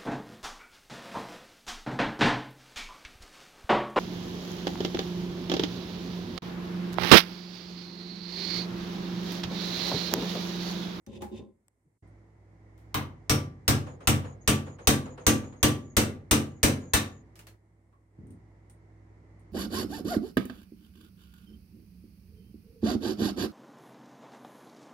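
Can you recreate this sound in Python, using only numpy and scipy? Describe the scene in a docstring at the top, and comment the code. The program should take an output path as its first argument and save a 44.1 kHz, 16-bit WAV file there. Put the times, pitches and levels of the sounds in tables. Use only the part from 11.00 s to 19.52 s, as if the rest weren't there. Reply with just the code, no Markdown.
"""Over a faint hum, a steel chisel ticks and scrapes into the copper windings of a motor held in a vice.
We are in a small workshop, a stereo microphone near the bench, a machine running in the background.
Twelve hammer blows follow, with squeaks and soft knocks between. Each clangs in the steel, thumps the
bench and leaves motor and vice booming, higher as the blade sinks in. Last, the chisel is pulled out
with a few ticks, a shuffle and the pings of a taut wire."""
import sys
import numpy as np
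from scipy import signal
from scipy.io import wavfile
from scipy.ndimage import uniform_filter1d

SR = 44100
rng = np.random.default_rng(int(sys.argv[2]) if len(sys.argv) > 2 else 0)


def dump_mix(stems):
    """Bounce the given channels to the path in sys.argv[1] as a 16-bit WAV at rate SR."""
    frames = np.atleast_2d(stems).T  # one column per channel
    limited = np.clip(frames, -1, 1)  # hard clip at full scale
    pcm = np.round(limited * 32767).astype(np.int16)
    wavfile.write(sys.argv[1], SR, pcm)


N = 375732
TIME = np.arange(N) / SR
AGE = TIME[:SR * 3 // 4]   # seconds since a contact
SIDES = np.array([[1], [-1]])   # left, right
BAND_EDGES_HZ = np.geomspace(28, 17000, 24)

# Stereo width at the microphone. Each row: frequency in Hz, side over mid in dB.
STEREO_WIDTH = [(40, -3.5), (130, -19), (280, -10.5), (600, -3.5), (1400, 1.5), (2800, 0), (15000, 0.5)]

# The background machine's hum lines and whirr. 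Each row: frequency in Hz, relative level in dB.
HUM_LINES = [(59.2, -1), (102.3, 1.5), (161.5, -10), (242.2, -32.5), (328.4, -11)]
WHIRR_SPECTRUM = [(30, -16), (60, -1), (105, 1), (170, -2), (340, -2), (550, -9.5), (850, -9.5),
                  (1500, -26), (2400, -24)]
# Its level before and after the hammering. Each row: time in seconds, relative level in dB.
MACHINE_LEVEL_BEFORE = [(1.08, -54.5), (1.344, -58.5), (1.718, -55), (1.9, -53.5)]
MACHINE_LEVEL_AFTER = [(6.55, -56.5), (6.57, -63.5), (7.114, -65), (7.206, -57.5), (7.956, -56.5),
                       (8.5, -54.5)]

# The blade ticks against the slots.
# Each row: start in seconds, level in dB, t60 in seconds, ring pitch in Hz, ring gain in dB.
BLADE_TICKS = [(0.064, -54, 0.076, 6100, 13), (0.22, -44, 0.22, 815, 31.5), (0.682, -57, 0.007, 8040, 12),
               (1.778, -65, 0.38, 8870, -6), (6.356, -53.5, 0.33, 5070, 6), (6.391, -46.5, 0.17, 2780, 3),
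               (6.469, -46.5, 0.18, 4320, 4), (6.926, -81.5, 0.24, 1090, 39.5)]
# One taut wire pings. Each row: start in seconds, level in dB.
WIRE_PINGS = [(1.075, -78), (7.269, -72), (7.306, -64), (7.698, -59.5), (8.395, -73)]
# The colour of a tick and of a ping. Each row: frequency in Hz, gain in dB.
TICK_SPECTRUM = [(100, -8), (700, -1.5), (2000, 0), (4500, -7), (8500, -7), (15000, -11.5)]
PING_SPECTRUM = [(1000, -4), (5000, -9), (9000, -4), (15000, -13)]

# The blade drags over the windings; the chisel shuffles as it is gripped.
# Each row: start in seconds, length in seconds, level in dB.
SCRAPE_STROKES = [(0.07, 0.13, -44.5), (0.205, 0.027, -38), (0.312, 0.1, -42)]
GRIP_SHUFFLES = [(0.853, 0.023, -68), (7.179, 0.17, -48)]
# The low rub and high rasp of a scrape. Each row: frequency in Hz, relative level in dB.
RUB_SPECTRUM = [(41, -41), (70, 7.5), (218, -6), (388, -7), (492, -7), (550, -12), (633, -50), (749, -23),
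                (1470, -52), (2000, -38), (2600, -59), (4400, -120)]
RASP_SPECTRUM = [(900, -39), (1800, 6), (3300, 17), (4600, -12), (6000, 5), (9000, -4), (15000, -21)]
# The hollow stator and the steel under a scrape. Each row: pitch in Hz, width in Hz, relative gain in dB.
STATOR_RESONANCES = [(212.5, 11, 9.5), (371, 27.5, 5), (548.5, 10, -1.5), (801, 26, -14), (1042, 22, -14.5),
                     (1180, 36, -49), (1630, 22, -52)]
RASP_RESONANCES = [(2660, 70, 9), (3270, 200, 0), (3635, 42, 15.5), (4180, 180, -6), (4930, 240, 0),
                   (5990, 270, -8)]

# The blows. Each row: start in seconds, strength in dB, share reaching the motor in dB,
# ring of the blade's seat in Hz, its gain in dB, squeak of the next swing in dB.
HAMMER_BLOWS = [(1.9436, -8.5, -1, 1053, 5.5, -99), (2.2957, -1.5, 1, 5490, 9.5, -99),
                (2.6792, -0.5, 1, 5200, 4, -67.5), (3.0727, 0, 0, 2890, -2, -65),
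                (3.476, 0, 0.5, 3050, -3, -62.5), (3.8722, 1.86, 0, 3800, -0.5, -63.5),
                (4.266, 1, 1, 6400, 7, -61.5), (4.629, 0.5, 1.5, 3110, 1.5, -67.5),
                (4.9672, 0.7, 1, 6300, -7, -99), (5.311, 1, .5, 2870, -1.5, -71.5),
                (5.6303, 1.5, 0.5, 2360, -5, -64.5), (5.9354, 0.63, -5.5, 3700, 3, -67)]
# Modes of chisel, hammer head and motor shell, then of motor, vice and bench.
# Each row: pitch in Hz, relative level in dB, t60 in seconds.
STEEL_PARTIALS = [(1165, -6.5, 0.41), (1337, -19.5, 0.083), (1480, -13.5, 0.083), (1645, -34, 0.81),
                  (2315, -15.5, .18), (2732, -25, 0.3), (2810, -21, .24), (3690, -11, 0.25),
                  (5315, -24.5, 0.083), (6340, -11, 0.12), (6540, -12.5, 0.076), (8770, -7.5, 0.16),
                  (8350, -6, 0.13), (13400, -6.5, 0.11), (15380, -1.5, 0.11)]
BODY_PARTIALS = [(91.3, 2.5, 0.52), (110.85, 4.5, 0.39), (135.02, -13.5, 0.87), (141.9, 1.5, 0.49),
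                 (217.8, 5.5, 0.35), (245, -5, 0.45), (261.5, -4, 0.49), (297.7, 5.5, 0.32),
                 (310.2, 1, 0.16), (343.2, -1, 0.31), (374, -11.5, 0.415), (392, -5, 0.15),
                 (444.9, 2.5, 0.19), (505, -9.5, 0.38), (576, -10, .36), (770, -17.5, 0.51)]
# Dense ringing of metal and room. Each row: frequency in Hz, relative level in dB.
CLANG_SPECTRUM = [(50, -7), (110, 2), (175, 12.5), (290, 11.5), (450, 11.5), (620, 11), (900, 10),
                  (1450, 6), (2600, 7), (4600, 0.5), (6000, -3), (7400, 3), (8700, -1.5), (11000, -4.5),
                  (15500, -9)]
# How long it hangs in the workshop. Each row: frequency in Hz, t60 in seconds.
CLANG_DECAY = [(60, .7), (260, 0.65), (700, 0.37), (1800, 0.3), (4800, 0.25), (12800, .21)]
# Crowded overtones of the chisel. Each row: centre in Hz, width in Hz, gain in dB.
CHISEL_RESONANCES = [(6000, 280, 0), (8430, 300, -3), (13700, 720, 9), (15400, 320, 4.5)]

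# Light knocks between the blows. Each row: start in seconds, level in dB.
LIGHT_KNOCKS = [(2.864, -44), (3.003, -47.5), (3.242, -43), (3.662, -45), (3.784, -46.5), (3.974, -63),
                (4.055, -44), (4.174, -44), (4.43, -48), (4.522, -52.5), (5.819, -53)]
# Their colour. Each row: frequency in Hz, gain in dB.
KNOCK_SPECTRUM = [(80, 5), (450, 10.5), (1100, 8.5), (2500, -2.5), (5000, -15.5), (8500, -17), (11000, -44),
                  (15000, -48.5)]
# Their tail in the room. Each row: frequency in Hz, t60 in seconds.
KNOCK_DECAY = [(300, 0.62), (1500, 0.23), (8000, 0.28)]


def from_db(db):
    """Decibels to gain."""
    return 10 ** (np.asarray(db) / 20)


def unit_rms(x):
    """Scale to unit power."""
    return x / np.sqrt(np.mean(x ** 2) + 1e-20)


def at_hz(points, hz):
    """Read a curve on a log-frequency axis."""
    freqs, values = np.transpose(points)
    return np.interp(np.log(hz), np.log(freqs), values)


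def drift(knots_per_s):
    """A random curve gliding between knots of spread 1."""
    knots = rng.standard_normal(4096)
    return np.interp(TIME * knots_per_s, np.arange(len(knots)), knots)


def decay(t60):
    """Fall by 60 dB in t60 seconds after a contact."""
    return np.exp(-np.log(1000) * AGE / t60)


def add(out, start_s, sound):
    """Mix a sound in at its start time."""
    start = round(start_s * SR)
    out[:, start:start + sound.shape[-1]] += sound[..., :N - start]


def butter(x, hz, kind, order=2):
    """Butterworth filter."""
    return signal.sosfilt(signal.butter(order, hz, kind, fs=SR, output="sos"), x)


def resonate(x, hz, width_hz):
    """Band resonance with gain 1 at its peak."""
    radius = np.exp(-np.pi * width_hz / SR)
    feedback = [1, -2 * radius * np.cos(2 * np.pi * hz / SR), radius ** 2]
    return signal.lfilter(np.array([1, 0, -1]) * (1 - radius ** 2) / 2, feedback, x)


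def resonator_bank(x, rows):
    """Resonances in parallel, neighbours in opposite polarity."""
    return sum((-1) ** k * from_db(db) * resonate(x, hz, width) for k, (hz, width, db) in enumerate(rows))


def white(size=len(AGE)):
    """Two unrelated pairs of mid and side noise, for alternate bands."""
    return rng.standard_normal((2, 2, size))


def coloured(noise, spectrum, gain_at):
    """Stereo noise shaped by a spectrum and by gain_at(Hz), a number or an envelope per band."""
    out = 0
    for k, (low, high) in enumerate(zip(BAND_EDGES_HZ, BAND_EDGES_HZ[1:])):
        hz = np.sqrt(low * high)
        gain = from_db(at_hz(spectrum, hz)) * gain_at(hz)
        mid, side = butter(noise[k % 2] * gain + 1e-18, [low, high], "band")
        out = out + mid + SIDES * side * from_db(at_hz(STEREO_WIDTH, hz))
    return out


def machine(waver_hz=2.5, flutter_db=0.5, airy_hz=2080, left_lag_s=0.0001925):
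    """In the background, a little to the right: unsteady hum lines, a dull whirr and a faint hiss."""
    level_db = np.interp(TIME, *np.transpose([*MACHINE_LEVEL_BEFORE, *MACHINE_LEVEL_AFTER]))
    swing_db = level_db - level_db.mean()
    faint, full = TIME < 0.98, TIME > 1.025   # faint at first, a brief gap, then full level
    hum_level = uniform_filter1d(faint * from_db(-82.5) + full * from_db(level_db - 3), size=256)
    whirr_level = uniform_filter1d(faint * from_db(-78.5) + full * from_db(swing_db - 61.5), size=256)
    hum = 0
    for hz, db in HUM_LINES:
        phase = 2 * np.pi * np.cumsum(hz + waver_hz * drift(15)) / SR
        amplitude = np.sqrt(2) * from_db(db + flutter_db * drift(3.8))
        hum = hum + amplitude * np.sin(phase - SIDES * np.pi * hz * left_lag_s)
    whirr = unit_rms(coloured(white(N), WHIRR_SPECTRUM, lambda hz: hz < 8000))
    whirr = whirr + from_db(4) * resonate(whirr, airy_hz, width_hz=300)
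    whirr = butter(whirr, 2350, "low", order=12) + from_db(-13.5) * whirr
    hiss = from_db(-83) * resonate(rng.standard_normal((2, N)), hz=8300, width_hz=2500)
    return (hum_level * hum + whirr_level * whirr + hiss) * from_db(-0.8 * SIDES)


def tick(spectrum, db, t60, ring_hz, ring_db, snap_db=6, snap_t60=0.0027):
    """A bright contact: a short snap and its tail in the room set one wire or slot ringing."""
    envelope = decay(t60) + from_db(snap_db) * decay(snap_t60)
    burst = coloured(white() * envelope, spectrum, lambda hz: from_db(db))
    return burst + from_db(ring_db) * resonate(burst, ring_hz, width_hz=ring_hz / 25)


def blade_ticks():
    """The blade catches the motor's slots going in and coming out."""
    out = np.zeros((2, N))
    for start_s, *contact in BLADE_TICKS:
        add(out, start_s, tick(TICK_SPECTRUM, *contact))
    return out


def rub_envelope(start_s, length_s, db, attack_s=0.0056, release_db_per_s=175):
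    """One rub: quick attack, hold, steady release."""
    attack = np.clip((TIME - start_s) / attack_s, 0, 1)
    lifted_s = np.maximum(TIME - start_s - length_s, 0)
    return attack * from_db(db - release_db_per_s * lifted_s)


def rasp_envelope(start_s, length_s, db, peak_share=0.72, swell_db=13):
    """The rasp peaks where the blade presses hardest and dies faster than the rub."""
    pressure = np.interp((TIME - start_s) / length_s, [0, peak_share, 1], [0, 1, 0])
    return rub_envelope(start_s, length_s, db - 26.5, release_db_per_s=273) * from_db(swell_db * pressure)


def scraping(slips_per_s=1000, grain_db=2.5):
    """The blade slips from wire to wire, ringing the hollow stator and rasping; the grip shuffles."""
    rub_level = np.max([rub_envelope(*row) for row in SCRAPE_STROKES], axis=0)
    rasp_level = np.max([rasp_envelope(*row) for row in SCRAPE_STROKES], axis=0)
    shuffle_level = sum(rub_envelope(*row) for row in GRIP_SHUFFLES)
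    slipping = rng.random(N) < slips_per_s / SR
    slips = slipping * (rng.standard_normal(N) + 0.5 * SIDES * rng.standard_normal(N))
    rumble = unit_rms(coloured(white(N), RUB_SPECTRUM, lambda hz: hz < 2000))
    hollow = unit_rms(resonator_bank(slips, STATOR_RESONANCES))
    rub = unit_rms(rumble + from_db(5) * hollow)
    rough_noise = white(N) * from_db(grain_db * drift(300))
    grain = unit_rms(coloured(rough_noise, RASP_SPECTRUM, lambda hz: hz > 900))
    grit = unit_rms(resonator_bank(slips, RASP_RESONANCES))
    rasp = unit_rms(grain + from_db(-1) * grit)
    shuffle = unit_rms(butter(rumble, [110, 300], "band"))
    return rub_level * rub + rasp_level * rasp + shuffle_level * shuffle


def wire_pings():
    """One taut wire rings, always at the same high pitch."""
    out = np.zeros((2, N))
    for start_s, db in WIRE_PINGS:
        add(out, start_s, tick(PING_SPECTRUM, db, t60=0.17, ring_hz=8920, ring_db=15.5))
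    return out


def crack(hz=4300, t60=0.001):
    """Steel meets steel: one very short pulse, a little out of phase across the microphone."""
    return np.sin(2 * np.pi * hz * AGE + SIDES * rng.uniform(0, 1)) * decay(t60)


def clang(noise, excitation, direct_t60=0.011):
    """The bright direct ring of the steel arrives first, then countless metal and room resonances."""
    def envelope_at(hz):
        direct = 0.32 * hz / (hz + 1500) * decay(direct_t60)
        return from_db(at_hz(excitation, hz)) * (direct + decay(at_hz(CLANG_DECAY, hz)))
    wash = coloured(noise, CLANG_SPECTRUM, envelope_at)
    return wash + sum(from_db(db) * resonate(wash, hz, width) for hz, width, db in CHISEL_RESONANCES)


def struck_modes(modes, excitation, scatter_db, detune):
    """Ringing modes; strength and pitch shift a little with the grip and the point of contact."""
    out = 0
    for k, (hz, db, t60) in enumerate(modes):
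        strength, pitch, place = rng.standard_normal(3)
        gain = from_db(db + at_hz(excitation, hz) + scatter_db * np.tanh(strength))
        stereo_phase = SIDES * np.arctan(from_db(at_hz(STEREO_WIDTH, hz))) * place
        wave = np.sin(2 * np.pi * hz * (1 + detune * pitch) * AGE + stereo_phase)
        out = out + (-1) ** k * gain * wave * decay(t60)
    return out


def clang_colour(wash, count=44, width_hz=55):
    """Many narrow resonances, different on each blow, colour the clang."""
    pitches = np.linspace(1200, 11000, count) + rng.uniform(-150, 150, count)
    gains = from_db(-1.5) * rng.uniform(0, 1.5, count)
    return sum(gain * resonate(wash, hz, width_hz) for hz, gain in zip(pitches, gains))


def bench_thump(hz=60, length_s=0.023):
    """The bench gives under the blow and settles within two swings, left of centre."""
    swell = np.sin(np.pi * np.minimum(AGE / length_s, 1))
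    return from_db(2.5 * SIDES) * swell * np.sin(2 * np.pi * hz * AGE + 0.35 * SIDES)


def blow_excitation(strength_db, motor_db, sunk):
    """A blow's (Hz, dB) curve: brighter when harder; the boom yields to higher modes as the blade sinks."""
    boom = strength_db + motor_db - 21.5 - 5 * sunk
    body = strength_db + motor_db - 25 + 1.5 * sunk
    shell = -27 + 0.67 * strength_db
    ring = -25 + 0.91 * strength_db
    treble = -22 + 1.8 * strength_db
    sizzle = -25.5 + strength_db
    return [(140, boom), (230, body), (450, body), (800, shell), (1050, shell),
            (1400, ring), (3500, ring), (6000, treble), (9000, treble), (13500, sizzle)]


def hammer(repeat_share=0.18, sinking_s=(2.6, 4.2), body_rise_s=0.032, left_over_right_db=0.56):
    """Up front, each blow rings the steel at once; the heavy motor and vice take time to swing up."""
    out = np.zeros((2, N))
    shared_noise = white()   # the same structure is struck, so part of its clang repeats
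    for start_s, strength_db, motor_db, seat_hz, seat_db, _ in HAMMER_BLOWS:
        sunk = np.interp(start_s, sinking_s, [0, 1])
        excitation = blow_excitation(strength_db, motor_db, sunk)
        noise = np.sqrt(repeat_share) * shared_noise + np.sqrt(1 - repeat_share) * white()
        wash = clang(noise, excitation)
        # the blade's seat changes with every cut and favours one region of the ring
        seat = from_db(seat_db) * resonate(wash, seat_hz, width_hz=260)
        ring = struck_modes(STEEL_PARTIALS, excitation, scatter_db=5, detune=0.0042)
        ring *= from_db(1 - 3 * sunk)   # weaker once the wires grip the blade
        steel = ring + wash + seat + clang_colour(wash) + from_db(-7.5 + 0.73 * strength_db) * crack()
        body = struck_modes(BODY_PARTIALS, excitation, scatter_db=3.08, detune=0.0059)
        body *= 1 - np.exp(-AGE / body_rise_s)
        thump = from_db(-19 + 1.7 * strength_db) * bench_thump()
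        add(out, start_s, (steel + body + thump) * from_db(SIDES * left_over_right_db / 2))
    return out


def squeak(length_s, hz, db, width_hz=260, flutter_db=3):
    """A short fluttering whistle of narrow-band noise."""
    size = int(length_s * SR)
    whistle = resonate(resonate(rng.standard_normal((2, SR)), hz, width_hz), hz, width_hz)
    whistle = unit_rms(whistle * from_db(flutter_db * drift(70)[:SR]))
    return from_db(db) * signal.windows.tukey(size, 0.5) * whistle[:, :size]


def swing_squeaks(lift_delay_s=0.16, lift_s=0.14, fall_s=0.075):
    """A swing squeaks as the hammer rises, and a little lower just before it lands."""
    out = np.zeros((2, N))
    for blow_s, *_, db in HAMMER_BLOWS:
        add(out, blow_s + lift_delay_s, squeak(lift_s, hz=6770, db=db))
    for (*_, db), (next_blow_s, *_) in zip(HAMMER_BLOWS, HAMMER_BLOWS[1:]):
        add(out, next_blow_s - fall_s, squeak(fall_s, hz=6600, db=db - 1))
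    return out


def knocks(note_hz=500, note_db=7, rise_s=0.0029):
    """Soft knocks with one hollow note ring out in the room."""
    out = np.zeros((2, N))
    for start_s, db in LIGHT_KNOCKS:
        push = from_db(db) * white() * (1 - np.exp(-AGE / rise_s))
        knock = coloured(push, KNOCK_SPECTRUM, lambda hz: decay(at_hz(KNOCK_DECAY, hz)))
        add(out, start_s, knock + from_db(note_db) * resonate(knock, note_hz, width_hz=40.37))
    return out


def scene():
    """The work at the bench and the machine behind it, as they reach the microphone."""
    return hammer() + knocks() + blade_ticks() + wire_pings() + swing_squeaks() + scraping() + machine()


def record(dry, low_cut_hz=43, high_cut_hz=15800):
    """The microphone loses the deepest bass, and the top is cut steeply."""
    steep_low_pass = signal.ellip(10, 0.1, 80, high_cut_hz, fs=SR, output="sos")
    return signal.sosfilt(steep_low_pass, butter(dry, low_cut_hz, "high"))


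dry = scene()
out = record(dry)
dump_mix(out)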